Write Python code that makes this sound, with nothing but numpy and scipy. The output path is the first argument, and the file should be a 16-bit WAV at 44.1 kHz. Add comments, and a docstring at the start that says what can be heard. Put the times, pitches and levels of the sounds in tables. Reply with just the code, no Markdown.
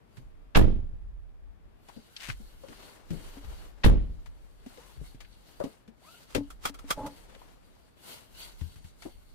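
"""Two door slams, right near the start, left after the first scrape, knocks and rustling: a latch rattle,
a noisy panel burst and ringing cabin air. A driver climbs in on the left of the parked car and buckles up:
ringing clicks, grating metal, hollow plastic. Trim and seat knocks are noise-struck tones; cloth, cushion
and scrape are shaped noise; webbing whines in sines. The body rocks in deep noise over a dull street bed.
A mid-side microphone overloads on the slams."""
import sys
import numpy as np
from scipy import signal
from scipy.io import wavfile

SR = 44100
rng = np.random.default_rng(int(sys.argv[2]) if len(sys.argv) > 2 else 0)


def pcm_store(signal):
    """Save signal as 16-bit PCM."""
    levels = np.round(np.clip(np.atleast_2d(signal), -1, 1) * 32767)
    wavfile.write(sys.argv[1], SR, levels.astype(np.int16).T)


N = 411894  # samples

# Distant traffic spectrum: pitch_hz, relative level_db per Hz
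STREET_SPECTRUM = [(40, -14), (250, -24), (800, -33), (2500, -43.5), (6000, -56), (16000, -58.5)]
STREET_DB = -65.5
# Stereo width of all banded noise: pitch_hz, left_right_likeness (-1 to 1)
STEREO_LIKENESS = [(25, -0.37), (1500, -0.099), (14000, -0.27)]

# Shifts of load that set the car body rocking: start_s (full level), held_s, level_db
BODY_JOLTS = [(.25, 0.095, -53.5), (.9, 0.23, -46), (2.3, 0.081, -50), (3.13, 0.054, -45.5),
              (3.45, 0.46, -53.5), (4.1, 0.027, -46), (5.0, 0.037, -51.5), (6.37, 0.5, -53),
              (7.2, 0.2, -60.5), (8.35, 0.38, -56.5), (9.1, 0.02, -53)]
ROCK_RISE_DB_PER_S, ROCK_FALL_DB_PER_S = 181, 27.5
# The deep noise leans on one cabin mode; the level is relative to that noise
ROCK_HZ, ROCK_T60_S, ROCK_RING_DB = 46.3, 0.37, 0.5

# People moving against cloth and seats: start_s (full level), held_s, cloth_db, cushion_db
BODY_MOVES = [(0.168, 0.0057, -71, -71), (1.879, 0.75, -67, -72.5), (2.68, 0.17, -64, -62),
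              (2.82, 0.11, -62.5, -56.5), (3.132, 0.23, -60, -59), (3.45, .2, -63, -59.5),
              (3.82, .01, -82, -63.5), (4.03, 0.59, -76, -74), (4.695, 0.23, -63.5, -63.5),
              (5.06, 0.0065, -60.5, -69), (5.22, 0.47, -70, -81), (5.478, 0.25, -67, -67),
              (6.059, 0.17, -62.5, -67), (6.3, 0.23, -69.5, -71.5), (6.76, 0.59, -73.5, -63.5),
              (7.0, 0.19, -63, -70), (7.33, 0.2, -69.5, -65), (7.65, 0.24, -73, -76),
              (8.087, 0.053, -50.5, -57), (8.402, 0.045, -51, -61.5), (8.59, 0.16, -63, -95),
              (8.86, 0.0099, -65.5, -95), (9.03, 0.033, -60.5, -90), (9.15, 0.26, -72, -89)]
CLOTH_RISE_DB_PER_S, CLOTH_FALL_DB_PER_S = 195.5, 142.5
CUSHION_RISE_DB_PER_S, CUSHION_FALL_DB_PER_S = 133, 79
# Rustle spectrum: pitch_hz, relative level_db per Hz
CLOTH_SPECTRUM = [(500, -7.5), (1100, -6.5), (2100, 2.5), (4700, 6.5), (7000, -2), (11000, 7.5),
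                  (16000, -20.5)]
CREASES_PER_S, CREASE_DB = 60, 5  # folds snapping out of the rustle: click rate, click gain
WEAVE_T60_S, WEAVE_DB = .025, -41  # faint resonances that colour the rustle: decay, middle gain

# Shoe over the sill: start_s (full level), held_s, level_db
SHOE_SCRAPE = (2.215, 0.099, -48.5)
SCRAPE_RISE_DB_PER_S, SCRAPE_FALL_DB_PER_S = 339, 507

# Pulls on the belt: fastest_s, top_ribs_per_s, start_s (full level), held_s, level_db, whole_pull_s
BELT_PULLS = [(4.862, 1060, 4.8, .12, -67.5, .21), (6.145, 1400, 6.03, .12, -64, .28)]
WHINE_RISE_DB_PER_S, WHINE_FALL_DB_PER_S = 500, 320

# Short dry snaps: door rebounds just after each slam, grit and plastic:
# start_s, peak_db before panning, pitch_hz (inside the band)
DRY_SNAPS = [(0.624, -38, 2500), (3.87, -33, 3000), (7.348, -49.5, 2850), (7.359, -51, 506),
             (7.766, -57, 889), (2.164, -35.5, 4000), (2.203, -41, 4060), (2.299, -30.5, 2130),
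             (2.728, -47, 1300), (5.247, -48, 2550), (7.417, -47, 840)]
SNAP_T60_S = 0.043

# Hollow console beside the buckle: pitch_hz, level_db, t60_s
CONSOLE_MODES = [(284, 1, 0.16), (510, -1.5, 0.02), (590, 7, 0.032), (855, 4.5, 0.06)]
# Blows on it: start_s, strike_db before padding
CONSOLE_BLOWS = [(3.37, -41.5), (6.356, -31), (6.38, -25.5), (6.408, -34.5), (6.698, -42), (6.842, -43)]
# Belt dragged on the console: start_s (full drive), held_s, drive_db
BELT_CREAK = (6.976, 0.1, -57)
CREAK_RISE_DB_PER_S, CREAK_FALL_DB_PER_S = 1495, 500

# Tongue grating along its slot around the main clicks: start_s (full level), held_s, level_db
TONGUE_SLIDES = [(6.305, 0.075, -58.5), (6.648, .048, -46), (6.9, 0.033, -46)]
SLIDE_RISE_DB_PER_S, SLIDE_FALL_DB_PER_S = 621, 1498
# Modes of tongue and latch: pitch_hz, level_db, t60_s (at least 0.004 s is used)
BUCKLE_MODES = [(1330, 21.5, 0.015), (2210, 17.5, 0.0029), (3280, 10, 0.026), (5050, 12, 0.0043),
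                (8640, 4.5, 0.011)]
# Buckle contacts: start_s, peak_db before panning
BUCKLE_CONTACTS = [(6.502, -39.5), (6.652, -21), (6.668, -32.5), (6.741, -43), (6.788, -41.5), (6.904, -17),
                   (7.062, -36.5)]

# Blows on trim, seat and floor: start_s, thud_peak_db, thud_hz, thud_t60_s, crack_peak_db (before panning)
TRIM_KNOCKS = [(0.169, -44, 126, 0.44, -50.5), (1.885, -46, 970, 0.17, -46.5), (1.963, -42, 238, 0.21, -58),
               (2.286, -35, 117, 0.087, -34), (2.398, -45, 212, 0.16, -76), (2.634, -44.5, 530, 0.23, -55),
               (2.684, -45.5, 284, 0.21, -46), (3.104, -31, 164, 0.36, -42.5),
               (3.446, -41, 66.4, 0.34, -55), (3.66, -51, 453, 0.037, -66), (4.259, -55, 970, 0.025, -49.5),
               (4.661, -36.5, 259, 0.045, -48.5), (4.773, -43, 503, 0.12, -49),
               (4.963, -42, 58.7, 0.3, -61), (5.012, -35.5, 137, 0.078, -84),
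               (5.145, -41.5, 130, 0.056, -56), (5.204, -51, 890, 0.073, -41.5),
               (5.6, -28, 574, 0.19, -46.5), (5.638, -25, 271, 0.16, -41), (5.877, -44.5, 229, 0.16, -53.5),
               (6.348, -23.5, 485, 0.14, -23.5), (6.358, -33, 112, 0.36, -86), (8.61, -31.5, 82, 0.27, -45),
               (8.758, -45.5, 77, 0.11, -51), (8.843, -42, 80, 0.12, -53.5),
               (9.021, -52.5, 905, 0.47, -40.5), (9.052, -34, 340, 0.15, -84)]
# Knocks come from the right door, then from the driver's side; positive pan leans left
DRIVER_ARRIVES_S, RIGHT_DOOR_PAN_DB, DRIVER_PAN_DB = 1.5, -3, 6.5

# Right then left door: latch_s, panel_s, latch_peak_db, panel_peak_db (before panning), pan_db
DOOR_SLAMS = [(0.547, 0.558, -14.5, -7.5, -3), (3.834, 3.846, -16.5, -11.5, 2.5)]
# Cabin air and door skin: pitch_hz, t60_s, right_door_db, left_door_db
CABIN_MODES = [(23.15, 0.74, -8.5, -20.5), (30.4, 0.2, -3, 2), (45.4, 0.47, -27.5, -5.5),
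               (80, 0.25, -17.5, -4.5), (118, 0.14, -0.5, -3), (181.9, 0.22, -14.5, -18.5),
               (315, 0.12, -18.5, -22), (406, 0.22, -31.5, -23)]
SIDE_LAG_S, SIDE_DB = .005, -9  # the air swings across the cabin too, a little later
# Panel noise: pitch_hz, relative level_db per Hz
SLAM_SPECTRUM = [(40, -4.5), (150, -13), (400, -18), (1300, -28), (4000, -48), (16000, -48)]
# Panel noise decay: pitch_hz, t60_s
SLAM_DECAY = [(40, 0.69), (200, 0.48), (1000, 0.18), (12000, 0.16)]

OVERLOAD = 0.22  # capsule swing where the bend sets in, full scale 1
CUTOFF_HZ = 16500  # from here up, at least 70 dB down


def from_db(db):
    """Turns decibels into gain."""
    return 10 ** (np.asarray(db) / 20)


def mid_rms_one(x):
    """Scales a stereo pair so that its mid has rms 1."""
    return x / np.sqrt(np.mean(x.mean(axis=0) ** 2))


def peak(sound, db):
    """Sets the peak of the mid."""
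    return from_db(db) * sound / np.abs(sound.mean(axis=0)).max()


def pan(db):
    """Left and right gains, leaning left when positive."""
    return from_db(np.array([db / 2, -db / 2])).reshape(2, -1)


def add(out, s, sound):
    """Mixes a sound in at time s."""
    at = round(s * SR)
    out[:, at:at + sound.shape[1]] += sound[:, :N - at]


def at_hz(points, hz):
    """Reads a spectrum on a log-frequency axis."""
    points = np.array(points)
    return np.interp(np.log(hz), np.log(points[:, 0]), points[:, 1])


def drift(rate_hz):
    """Slow random wander of spread 1: noise smoothed by two equal poles, made at every 40th sample."""
    r = np.exp(-80 * np.pi * rate_hz / SR)
    slow = signal.lfilter([1], [1, -2 * r, r * r], rng.standard_normal(N // 40 + 2002))[2000:]
    return np.interp(np.arange(N) / 40, np.arange(len(slow)), slow / slow.std())


def dying(size, t60, rise):
    """Envelope that rises quickly and dies exponentially."""
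    t = np.arange(size) / SR
    return (1 - np.exp(-t / max(rise, 1e-4))) * from_db(-60 * t / max(t60, .004))


def swells(rows, rise_db_per_s, fall_db_per_s):
    """Gain of events (start_s, held_s, level_db) that rise, hold and fall steadily in dB; powers add."""
    t = np.arange(0, N + 40, 40) / SR
    power = 0
    for s, held, db in rows:
        before = rise_db_per_s * np.maximum(s - t, 0)
        after = fall_db_per_s * np.maximum(t - s - abs(held), 0)
        power = power + from_db(2 * (db - before - after))
    return np.interp(np.arange(N) / SR, t, np.sqrt(power))


def ring(x, hz, t60):
    """Two-pole resonance: a unit click sets a decaying sine of starting height 1 ringing."""
    r, w = from_db(-60 / (max(t60, .004) * SR)), 2 * np.pi * hz / SR
    return signal.lfilter([0, np.sin(w)], [1, -2 * r * np.cos(w), r * r], x + 1e-18)


def band(x, low_hz, high_hz, order=2):
    """Band-pass."""
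    return signal.sosfilt(signal.butter(order, [low_hz, high_hz], "band", fs=SR, output="sos"), x)


def bands(spectrum, excite):
    """Half-octave stereo bands cut from two noise pairs in turn: yields (hz, left and right)."""
    edges = 40 * 2 ** np.arange(0, 9, .5)
    for k, (low, high) in enumerate(zip(edges, np.minimum(edges[1:], 19000))):
        mid, side = band(excite[k % 2], low, high)
        hz = np.sqrt(low * high)
        alike = np.clip(at_hz(STEREO_LIKENESS, hz), -.95, .95)
        pair = np.sqrt(1 + alike) * mid + np.sqrt(1 - alike) * side * [[1], [-1]]
        yield hz, from_db(at_hz(spectrum, hz)) * pair


def grains(spread_db):
    """Dense stereo noise with some samples standing out."""
    lift_db = spread_db * np.minimum(rng.exponential(1, (2, 2, N)), 5)
    return from_db(lift_db) * rng.standard_normal((2, 2, N))


def street():
    """Distant traffic: smooth, dull noise whose level wanders slightly."""
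    hum = sum(layer for hz, layer in bands(STREET_SPECTRUM, rng.standard_normal((2, 2, N))))
    return from_db(STREET_DB + 0.82 * drift(0.95)) * mid_rms_one(hum) * pan(3.4)


def rocking():
    """Lumpy deep noise of the sprung body and the cabin air, one cabin mode ringing along."""
    mid, side = band(rng.standard_normal((2, N)), 17, 66.3, order=3)
    rumble = mid_rms_one(mid + 1.3 * side * [[1], [-1]])
    mode = mid_rms_one(ring(rumble, ROCK_HZ, ROCK_T60_S))
    rumble = mid_rms_one(rumble + from_db(ROCK_RING_DB) * mode)
    lumps = from_db(1.5 * drift(6))
    return rumble * lumps * swells(BODY_JOLTS, ROCK_RISE_DB_PER_S, ROCK_FALL_DB_PER_S)


def cushion():
    """Foam and seat cover give a dull, lumpy rub under the moving body."""
    lumps = from_db(2.0 * drift(25))
    rub = band(rng.standard_normal((2, N)), 110, 796, order=1) * lumps
    moves = [(s, held, db) for s, held, _, db in BODY_MOVES]
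    return mid_rms_one(rub) * swells(moves, CUSHION_RISE_DB_PER_S, CUSHION_FALL_DB_PER_S) * pan(5.6)


def creases():
    """Folds snap: sparse uneven clicks, each dealt to a short resonance between 600 Hz and 4 kHz."""
    clicks = (rng.random(N) < CREASES_PER_S / SR) * rng.standard_normal((2, N))
    dealt = rng.integers(0, 8, N)
    pitches = np.geomspace(600, 4000, 8)
    snapped = sum(ring(clicks * (dealt == k), hz, 9 / hz) for k, hz in enumerate(pitches))
    return from_db(CREASE_DB) * snapped


def rustle():
    """Fibres slip in dense grains, all bands swelling partly together, with weave resonances and creases."""
    together = .8 * drift(30)
    layers = bands(CLOTH_SPECTRUM, grains(3))
    cloth = sum(layer * from_db(together + 1.6 * drift(10)) for hz, layer in layers)
    # 20 resonances between 800 and 5600 Hz flare up and fade
    weave_hz = 800 * 7 ** rng.random(20)
    cloth += sum(from_db(WEAVE_DB + 5 * drift(7)) * ring(cloth, hz, WEAVE_T60_S) for hz in weave_hz)
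    moves = swells([row[:3] for row in BODY_MOVES], CLOTH_RISE_DB_PER_S, CLOTH_FALL_DB_PER_S)
    return (mid_rms_one(cloth) + creases()) * moves * pan(2.0)


def scrape():
    """Grit under the sole: coarse grains in the upper middle."""
    grit = band(grains(6.8)[0], 1270, 3500, order=1)
    return mid_rms_one(grit) * swells([SHOE_SCRAPE], SCRAPE_RISE_DB_PER_S, SCRAPE_FALL_DB_PER_S) * pan(3.8)


def webbing():
    """The ribs of the weave whine unevenly at the speed of the pull, with an octave above and below."""
    out, t = np.zeros(N), np.arange(N) / SR
    for fastest_s, top_hz, from_s, for_s, db, pull_s in BELT_PULLS:
        # the speed arches like half an ellipse
        speed = np.sqrt(np.maximum(1 - (2 * (t - fastest_s) / pull_s) ** 2, 0))
        turn = 2 * np.pi * np.cumsum(top_hz * speed * (1 + .02 * drift(150))) / SR
        tone = np.sin(turn) + from_db(-10) * np.sin(2 * turn) + from_db(-10) * np.sin(turn / 2)
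        swell = swells([(from_s, for_s, db)], WHINE_RISE_DB_PER_S, WHINE_FALL_DB_PER_S)
        out += np.sqrt(2) * tone * from_db(3.2 * drift(40)) * swell
    return out * pan(4.0)


def snaps():
    """Door rebounds, grit and plastic snap: quickly dying noise bursts, an octave or so wide."""
    out, size = np.zeros((2, N)), SR // 10
    for (s, db, hz), white in zip(DRY_SNAPS, rng.standard_normal((len(DRY_SNAPS), 2, size))):
        burst = white * dying(size, SNAP_T60_S, rise=0.00043)
        add(out, s, peak(band(burst, hz / 1.64, hz * 1.29), db))
    return out * pan(5.6)


def console():
    """Padded blows and the uneven slips of a creak excite the same hollow plastic."""
    blows = np.zeros((2, N))
    for s, db in CONSOLE_BLOWS:
        add(blows, s, from_db(db) * np.array([[1.3], [.7]]))
    padded = band(blows, 180, 400)
    slips = (rng.random(N) < 6000 / SR) * rng.standard_normal(N)  # about 6000 a second
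    slips = slips * swells([BELT_CREAK], CREAK_RISE_DB_PER_S, CREAK_FALL_DB_PER_S)
    slips = signal.lfilter([.3], [1, -.62], slips)  # softened
    hollow = sum(from_db(db) * ring(padded + slips, hz, t60) for hz, db, t60 in CONSOLE_MODES)
    return hollow + 2.8 * band(slips, 260, 1700, order=1)


def sliding():
    """Grainy metal-on-metal noise, partly through the modes of the buckle."""
    grit = grains(3.9)[0]
    metal = sum(from_db(db) * ring(grit, hz, t60) for hz, db, t60 in BUCKLE_MODES)
    rasp = mid_rms_one(band(grit, 270, 4800, order=1)) + 0.25 * mid_rms_one(metal)
    return mid_rms_one(rasp) * swells(TONGUE_SLIDES, SLIDE_RISE_DB_PER_S, SLIDE_FALL_DB_PER_S)


def buckle():
    """Each contact chatters for some milliseconds into the modes of tongue and latch, amid its own clatter."""
    out, size = np.zeros((2, N)), SR // 5
    noises = rng.standard_normal((len(BUCKLE_CONTACTS), 2, 2, size))
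    for (s, db), white in zip(BUCKLE_CONTACTS, noises):
        chatter = white[0] * dying(size, .07, rise=.002)
        metal = sum(from_db(level_db) * ring(chatter, hz, t60) for hz, level_db, t60 in BUCKLE_MODES)
        clatter = band(white[1], 400, 9000, order=1) * dying(size, .08, rise=.0025)
        add(out, s, peak(peak(metal, 0) + peak(clatter, -1.5), db))
    return out * pan(0.51)


def knocks():
    """The struck part rings briefly amid a dull noisy thud; the contact itself cracks."""
    out, size = np.zeros((2, N)), SR // 3
    noises = rng.standard_normal((len(TRIM_KNOCKS), 2, size))
    for (s, thud_db, hz, t60, crack_db), white in zip(TRIM_KNOCKS, noises):
        # the resonance's t60 is 14 cycles at most
        tone = ring(white * dying(size, t60 / 2, rise=.002), hz, min(t60, 14 / hz))
        dull = band(white[::-1], hz / 2, 2.2 * hz, order=3) * dying(size, t60, rise=.003)
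        thud = peak(tone, 0) + peak(dull, -8)
        crack = band(white, 870, 2950, order=1) * dying(size, 0.098, rise=0.00058)
        pan_db = RIGHT_DOOR_PAN_DB if s < DRIVER_ARRIVES_S else DRIVER_PAN_DB
        add(out, s, (peak(thud, thud_db) + peak(crack, crack_db)) * pan(pan_db))
    return out


def doors():
    """The latch rattles, then the panel pumps the cabin air and every band of the body dies away."""
    out, size = np.zeros((2, N)), SR
    for door, (latch_s, panel_s, latch_db, panel_db, pan_db) in enumerate(DOOR_SLAMS):
        white = rng.standard_normal((2, 2, size))
        # a fast decay over a faint longer tail
        fade = dying(size, .16, rise=.008) ** 2 + from_db(-30) * dying(size, .5, rise=.008)
        rattle = band(white[0] * np.abs(white[1]), 450, 3600, order=3) * fade
        add(out, latch_s, peak(rattle, latch_db) * pan(pan_db))

        layers = bands(SLAM_SPECTRUM, white)
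        body = sum(layer * dying(size, at_hz(SLAM_DECAY, hz), rise=.004) for hz, layer in layers)
        body *= from_db(2.5 * drift(120)[:size])  # loose trim rattles unevenly
        add(out, panel_s, peak(body, panel_db) * pan(pan_db))

        push = signal.unit_impulse(size)
        air = sum(from_db(row[2 + door]) * ring(push, row[0], row[1]) for row in CABIN_MODES)
        across = from_db(SIDE_DB) * np.roll(air, round(SIDE_LAG_S * SR))
        add(out, panel_s, air + across * [[-1], [1]])
    return out


def scene():
    """All sources, left and right, from the background forward."""
    background = street() + rocking()
    movement = cushion() + rustle() + scrape() + webbing()
    contacts = snaps() + console() + sliding() + buckle() + knocks()
    return background + movement + contacts + doors()


def record(dry):
    """The long slow swings of the mid and side capsules hit their stops, treble rides on; the top is cut."""
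    capsules = np.array([dry[0] + dry[1], dry[0] - dry[1]]) / 2
    slow = signal.sosfilt(signal.butter(1, 4000, fs=SR, output="sos"), capsules)
    treble = capsules - slow
    mid, side = slow / (1 + (np.abs(slow) / OVERLOAD) ** 6.9) ** (1 / 6.53) + treble
    top_cut = signal.cheby2(14, 70, CUTOFF_HZ, fs=SR, output="sos")
    return signal.sosfilt(top_cut, [mid + side, mid - side])


dry = scene()
out = record(dry)
pcm_store(out)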